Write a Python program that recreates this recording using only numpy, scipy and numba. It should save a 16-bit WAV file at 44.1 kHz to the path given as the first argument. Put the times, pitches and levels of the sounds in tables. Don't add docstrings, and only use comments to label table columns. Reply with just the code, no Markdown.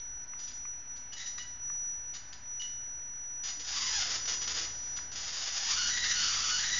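import sys
import numpy as np
from scipy import signal
from scipy.fft import rfft, irfft
from scipy.io import wavfile
from scipy.ndimage import uniform_filter1d, map_coordinates
from numba import njit

SR = 44100
rng = np.random.default_rng(int(sys.argv[2]) if len(sys.argv) > 2 else 0)


def unload_audio(sound):
    columns = np.transpose(np.atleast_2d(sound))
    steps = np.round(np.clip(columns, -1, 1) * 32767)
    wavfile.write(sys.argv[1], SR, steps.astype(np.int16))


def boost_factor(decibels):
    exponent = np.asarray(decibels, float) / 20
    return 10 ** exponent


N = 299557

DRIVER_HZ = 5875
ATTACK_S = 0.0027
# (start [s], length [s], level [dB], kind of gap)
CATCHES = [(0.39, 0.061, -52, "hiss"), (0.471, 0.049, -49.5, "hiss"), (.962, 0.018, -53.5, "hiss"),
           (1.123, .008, -43.5, "half"), (1.131, 0.0092, -40.5, "snap"), (1.141, 0.037, -48, "half"),
           (1.167, 0.035, -42.5, "third"), (1.199, 0.047, -40, "third"), (1.261, .015, -41, "half"),
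           (1.267, .05, -46.5, "third"), (1.38, 0.016, -39.5, "third"), (1.399, 0.02, -43.5, "half"),
           (1.423, 0.015, -45.5, "third"), (2.137, 0.034, -42.5, "snap"), (2.284, .006, -61, "hiss"),
           (2.328, 0.0066, -41.5, "hiss"), (2.598, .015, -40, "half"), (2.62, 0.0036, -36, "third"),
           (2.623, 0.03, -43, "half"), (3.436, .04, -38.5, "open"), (3.471, 0.036, -38, "open"),
           (3.595, .03, -44, "wide"), (4.254, 0.008, -34.5, "wide"), (4.277, .07, -33.5, "wide"),
           (4.412, .035, -37.5, "wide"), (4.475, 0.049, -34, "wide"), (4.544, .11, -34, "wide"),
           (4.676, 0.27, -50, "wide"), (4.964, 0.013, -40.5, "open"), (5.117, .021, -41, "open")]


def unit(x):
    return x / np.sqrt(np.mean(x ** 2) + 1e-20)


def along(points, hz):
    f, v = np.transpose(points)
    return np.interp(np.log(hz + 1), np.log(f + 1), v)


def curve(rows, t, off=None):
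    s, *cols = np.transpose(rows)
    return [np.interp(t, s, c, off, off) for c in cols]


def wobble(rate):
    knots = rng.standard_normal(int(N * rate / SR) + 4)
    return map_coordinates(knots, [np.arange(N) * rate / SR])


def coloured(x, spectrum):
    level_db = np.maximum(along(spectrum, np.fft.rfftfreq(4096, 1 / SR)), -70)
    cepstrum = irfft(np.log(boost_factor(level_db)))
    cepstrum[1:2048] *= 2
    cepstrum[2049:] = 0
    response = irfft(np.exp(rfft(cepstrum)))
    return signal.fftconvolve(x, response)[:N]


def tones(rows):
    t = np.arange(N) / SR
    total = 0
    for hz, db, wander in rows:
        level = boost_factor(db + 2.5 + wander * wobble(6))
        total = total + level * np.sin(2 * np.pi * hz * t + 0.88 * wobble(4.3))
    return total


def background():
    # (frequency [Hz], density [dB per Hz])
    fan_spectrum = [(88, -34.5), (150, -16), (244, -5), (267, -8), (367, -10.5), (433, -12.5), (952, -7),
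                    (1040, -14), (1550, -5.5), (3890, -19.5), (5600, -20), (7280, -46.5), (12300, -120)]
    rumble_spectrum = [(8.8, -29), (15, -16), (26, -25.5), (48, -22), (131, -29.5), (200, -35.5),
                       (260, -59), (440, -120)]
    # (frequency [Hz], level re the first [dB], wander [dB])
    hum = [(60, 0, 1), (120, -4, 1.2), (242, -11, 1.2)]
    # (frequency [Hz], rms level [dB], wander [dB])
    fan_tones = [(985, -72, 2), (1513, -73, 1.5), (1763, -75, 2), (1856, -78, 1)]
    # (time [s], gain [dB])
    nearness = [(0, -0.5), (1.5, 0.5), (3.6, 0), (4.0, 6), (4.4, 5), (5.1, 4.5), (5.5, -2), (5.85, 6.5),
                (6.25, 6.5), (6.8, 7.5)]
    near_db, = curve(nearness, np.arange(N) / SR)
    fan_spectrum = fan_spectrum[:-2] + [(6300, -21), (7000, -31.5), (7600, -70)]
    fans = boost_factor(-60 + 0.25 * wobble(14)) * unit(coloured(rng.standard_normal(N), fan_spectrum))
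    rumble = boost_factor(-64 + 1.1 * wobble(3.3)) * unit(coloured(rng.standard_normal(N), rumble_spectrum))
    equipment = boost_factor(near_db) * (boost_factor(-66) * tones(hum) + rumble)
    return equipment + boost_factor(0.95 * near_db) * (tones(fan_tones) + fans)


def groans():
    # (time [s], frequency [Hz], level [dB], half length [s])
    swells = [
        (.14, 42.5, -53, 0.081),
        (3.59, 297, -58, 0.021),
        (4.62, 330, -57.5, 0.043),
    ]
    t = np.arange(N) / SR
    return sum(boost_factor(db) * np.exp(-((t - s) / half) ** 2) * np.sin(2 * np.pi * hz * t)
               for s, hz, db, half in swells)


def taps():
    # (time [s], peak level [dB])
    knocks = [(0.335, -41), (0.652, -39), (1.3822, -36.5), (1.6999, -38), (4.988, -34.5)]
    # (frequency [Hz], density [dB per Hz])
    wood_spectrum = [(600, -25.5), (1100, 11), (1600, 4), (2500, 3.5), (3300, -17), (4500, -49)]
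    x, t = np.zeros(N + SR), np.arange(2000) / SR
    for s, db in knocks:
        decay = boost_factor(db + 2 - 60 * t / 0.022)
        x[round(s * SR):][:len(t)] += decay * rng.standard_normal(len(t))
    return coloured(x[:N], wood_spectrum)


def opening(t):
    kinds = {"half": (2, .12), "third": (3, .29), "hiss": (2.5, 2), "snap": (3.5, 1.5), "open": (6.5, 2),
             "wide": (12, 2.8)}
    # (time [s], cycles per spark [cycles], scatter [cycles])
    strokes = [
        [(3.64, 8, 1.1), (3.71, 7.2, .9), (3.77, 5.1, .55), (3.86, 5.8, .6), (3.94, 6.9, .55), (4.0, 8, .45),
         (4.045, 8.4, .35), (4.07, 10, 2.2), (4.24, 12, 2.8)],
        [(5.15, 7, 2.4), (5.5, 7, 2.2), (5.6, 7.3, 1.2), (5.68, 5.6, .9), (5.75, 4.25, .42), (5.85, 4, .27),
         (5.89, 3.65, .3), (5.92, 3.1, .25)],
        [(5.92, 3.1, .27), (6.01, 3.1, .28), (6.05, 3.3, .33), (6.12, 3.15, .3), (6.17, 3.9, .4),
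         (6.38, 4.9, .7), (6.53, 4, .29), (6.66, 3.3, .3), (6.8, 3.05, .26)],
    ]
    latest = np.maximum(np.searchsorted([row[0] for row in CATCHES], t + ATTACK_S) - 1, 0)
    gap = np.transpose([kinds[row[-1]] for row in CATCHES])[:, latest]
    for stroke in strokes:
        gap = np.where((t >= stroke[0][0]) & (t < stroke[-1][0]), curve(stroke, t), gap)
    return gap


def sparking(t):
    # (time [s], level [dB])
    drawn = [
        [(3.642, -51.5), (3.65, -39.5), (3.85, -33.5), (4.03, -30), (4.041, -39.5), (4.16, -32), (4.19, -48),
         (4.23, -59)],
        [(5.148, -50), (5.158, -37), (5.19, -40.5), (5.6, -36.5), (5.73, -31), (5.86, -32.5), (5.97, -33.5),
         (6.1, -31), (6.8, -32.5)],
    ]
    sag_db_per_s, release_s = 33, 0.022
    shapes = []
    for s, lit, db, _ in CATCHES:
        end_db = db - sag_db_per_s * lit
        shapes.append([(s - ATTACK_S, db - 30.5), (s, db),
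                       (s + lit, end_db), (s + lit + release_s, end_db - 39.5)])
    return boost_factor(np.max([curve(shape, t, -200)[0] for shape in shapes + drawn], axis=0))


def whine():
    # (time [s], level [dB])
    singing = [(0, -42.5), (.3, -43), (.7, -42), (.9, -42.5), (1.1, -47.5), (1.3, -41.5), (1.5, -43.5),
               (1.7, -36.5), (1.9, -36.5), (2.05, -43.5), (2.55, -39.5), (3.1, -42.5), (3.46, -39.5),
               (3.7, -44.5), (4.0, -36.5), (4.95, -36), (5.2, -50.5), (6.79, -36)]
    # (time [s], depth [dB], t60 [s])
    stutters = [(.215, -56, .5), (.44, -54, .3), (.79, -56, .5), (1.26, -54, .3), (2.5, -62, .5),
                (2.8, -64, .3)]
    # (time [s], change [dB], half length [s])
    shadows = [(.265, -23, 0.016), (0.444, 7, 0.012), (.52, -27, 0.013), (.69, 3.5, 0.037),
               (.855, -7.5, 0.073), (0.91, 5, .04), (1.18, -7.5, 0.029), (1.24, -27, .012),
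               (1.281, 7, 0.019), (1.45, -9, 0.022), (1.58, -9, 0.033), (2.1, 4, .04), (2.23, -10.5, 0.074),
               (2.38, -21, 0.076), (4.07, -21, 0.056), (4.18, -14.5, 0.035), (4.57, -11, .06),
               (4.72, -5.5, 0.3), (5.45, -12, 0.057), (5.575, 10, .015), (5.64, -15, 0.033),
               (5.71, 14, .015), (5.9, 12.5, 0.055), (6.12, 16.5, 0.0088), (6.18, -10, 0.013),
               (6.63, -14.5, 0.075)]
    flutter_spectrum = [(30, -8.5), (110, -9.5), (200, -14.0), (600, -15.5), (1000, -44.5)]
    t = np.arange(N) / SR
    burning = sparking(t)
    rough = sum(boost_factor(db - 60 * np.abs(t - s) / t60) * (t > s) for s, db, t60 in stutters)
    rough = rough + boost_factor(-10) * burning
    flutter = unit(coloured(rng.standard_normal(N), flutter_spectrum))
    shadow_db = sum(db * np.maximum(1 - np.abs(t - s) / (2 * half), 0) ** 2 for s, db, half in shadows)
    steady = boost_factor(curve(singing, t)[0] + shadow_db + 0.18 * wobble(60))
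    steady = np.maximum(steady, boost_factor(-55) + boost_factor(-9) * uniform_filter1d(burning, size=2000))
    drift = 0.26 * wobble(36)
    return np.sqrt(2) * (steady + rough * flutter) * np.sin(2 * np.pi * DRIVER_HZ * t + drift)


@njit
def breakdowns(wait):
    out, k = np.zeros(len(wait)), 0
    while k + wait[k] < len(wait):
        out[k + wait[k]] = wait[k]
        k += wait[k]
    return out


def arc(delay_s=1.05e-5, size_db=1.2):
    # (frequency [Hz], density [dB per Hz])
    spark_spectrum = [(300, -16), (520, -12.5), (800, -7), (1600, -8), (1950, -6.5), (2500, -2.5),
                      (3200, -6), (4000, -2), (4600, -1.5), (5500, 2), (6300, -6.5), (6900, 9.5),
                      (7250, 5.5), (7500, -25.5)]
    t = np.arange(int(N / SR * DRIVER_HZ)) / DRIVER_HZ
    gap, scatter = opening(t)
    luck = rng.standard_normal((4, len(t)))
    warmth = unit(uniform_filter1d(luck[3], size=60))
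    wait = gap + scatter * (.9 * luck[0] + .45 * warmth)
    charge = breakdowns(np.maximum(np.round(wait), 1).astype(np.int64))
    charge = charge * boost_factor(size_db * luck[1]) - 1
    flicker = boost_factor(2 * wobble(45)[(t * SR).astype(int)])
    level = sparking(t)
    size = level * flicker * charge / np.sqrt(gap - .8)
    late = delay_s * np.clip(gap - 1.3, .5, 2.8) * luck[2]
    at = (t + late) * SR + 8
    places = np.floor(at)[:, None] + np.arange(-7, 9)
    offset = places - at[:, None]
    pulses = size[:, None] * np.sinc(offset) * np.cos(np.pi * offset / 16) ** 2
    train = np.bincount(np.maximum(places, 0).astype(int).ravel(), pulses.ravel(), N + 32)
    crack = boost_factor(13) * coloured(train[8:N + 8], spark_spectrum)
    thin = .65 / (1 + (np.interp(np.arange(N) / SR, t, level) / boost_factor(-44)) ** 2)
    crack = crack - thin * uniform_filter1d(crack, size=9)
    return crack + boost_factor(-7) * np.roll(crack, 27)


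def room(x):
    # (frequency [Hz], t60 [s])
    decay = [(500, 0.58), (3000, 0.44), (7000, 0.47)]
    hz, t, z = signal.stft(rng.standard_normal(SR // 2), SR, nperseg=256)
    dying = z * boost_factor(-60 * t / along(decay, hz)[:, None])
    tail = signal.istft(dying, SR, nperseg=256)[1]
    return signal.fftconvolve(np.pad(x, (130, 0)), tail / np.linalg.norm(tail))[:N]


def scene():
    sparks, knocks = arc(), taps()
    reverberant = room(boost_factor(-1.5) * sparks + boost_factor(-9) * knocks)
    mono = sparks + knocks + reverberant + whine() + background() + groans()
    return np.array([mono, mono])


def low_pass(x):
    return signal.sosfilt(signal.butter(12, 7760, fs=SR, output="sos"), x)


def record(dry):
    edge = signal.cheby2(10, 60, 8100, fs=SR, output="sos")
    mix = signal.sosfilt(edge, dry) - .0039
    return low_pass(mix)


dry = scene()
out = record(dry)
unload_audio(out)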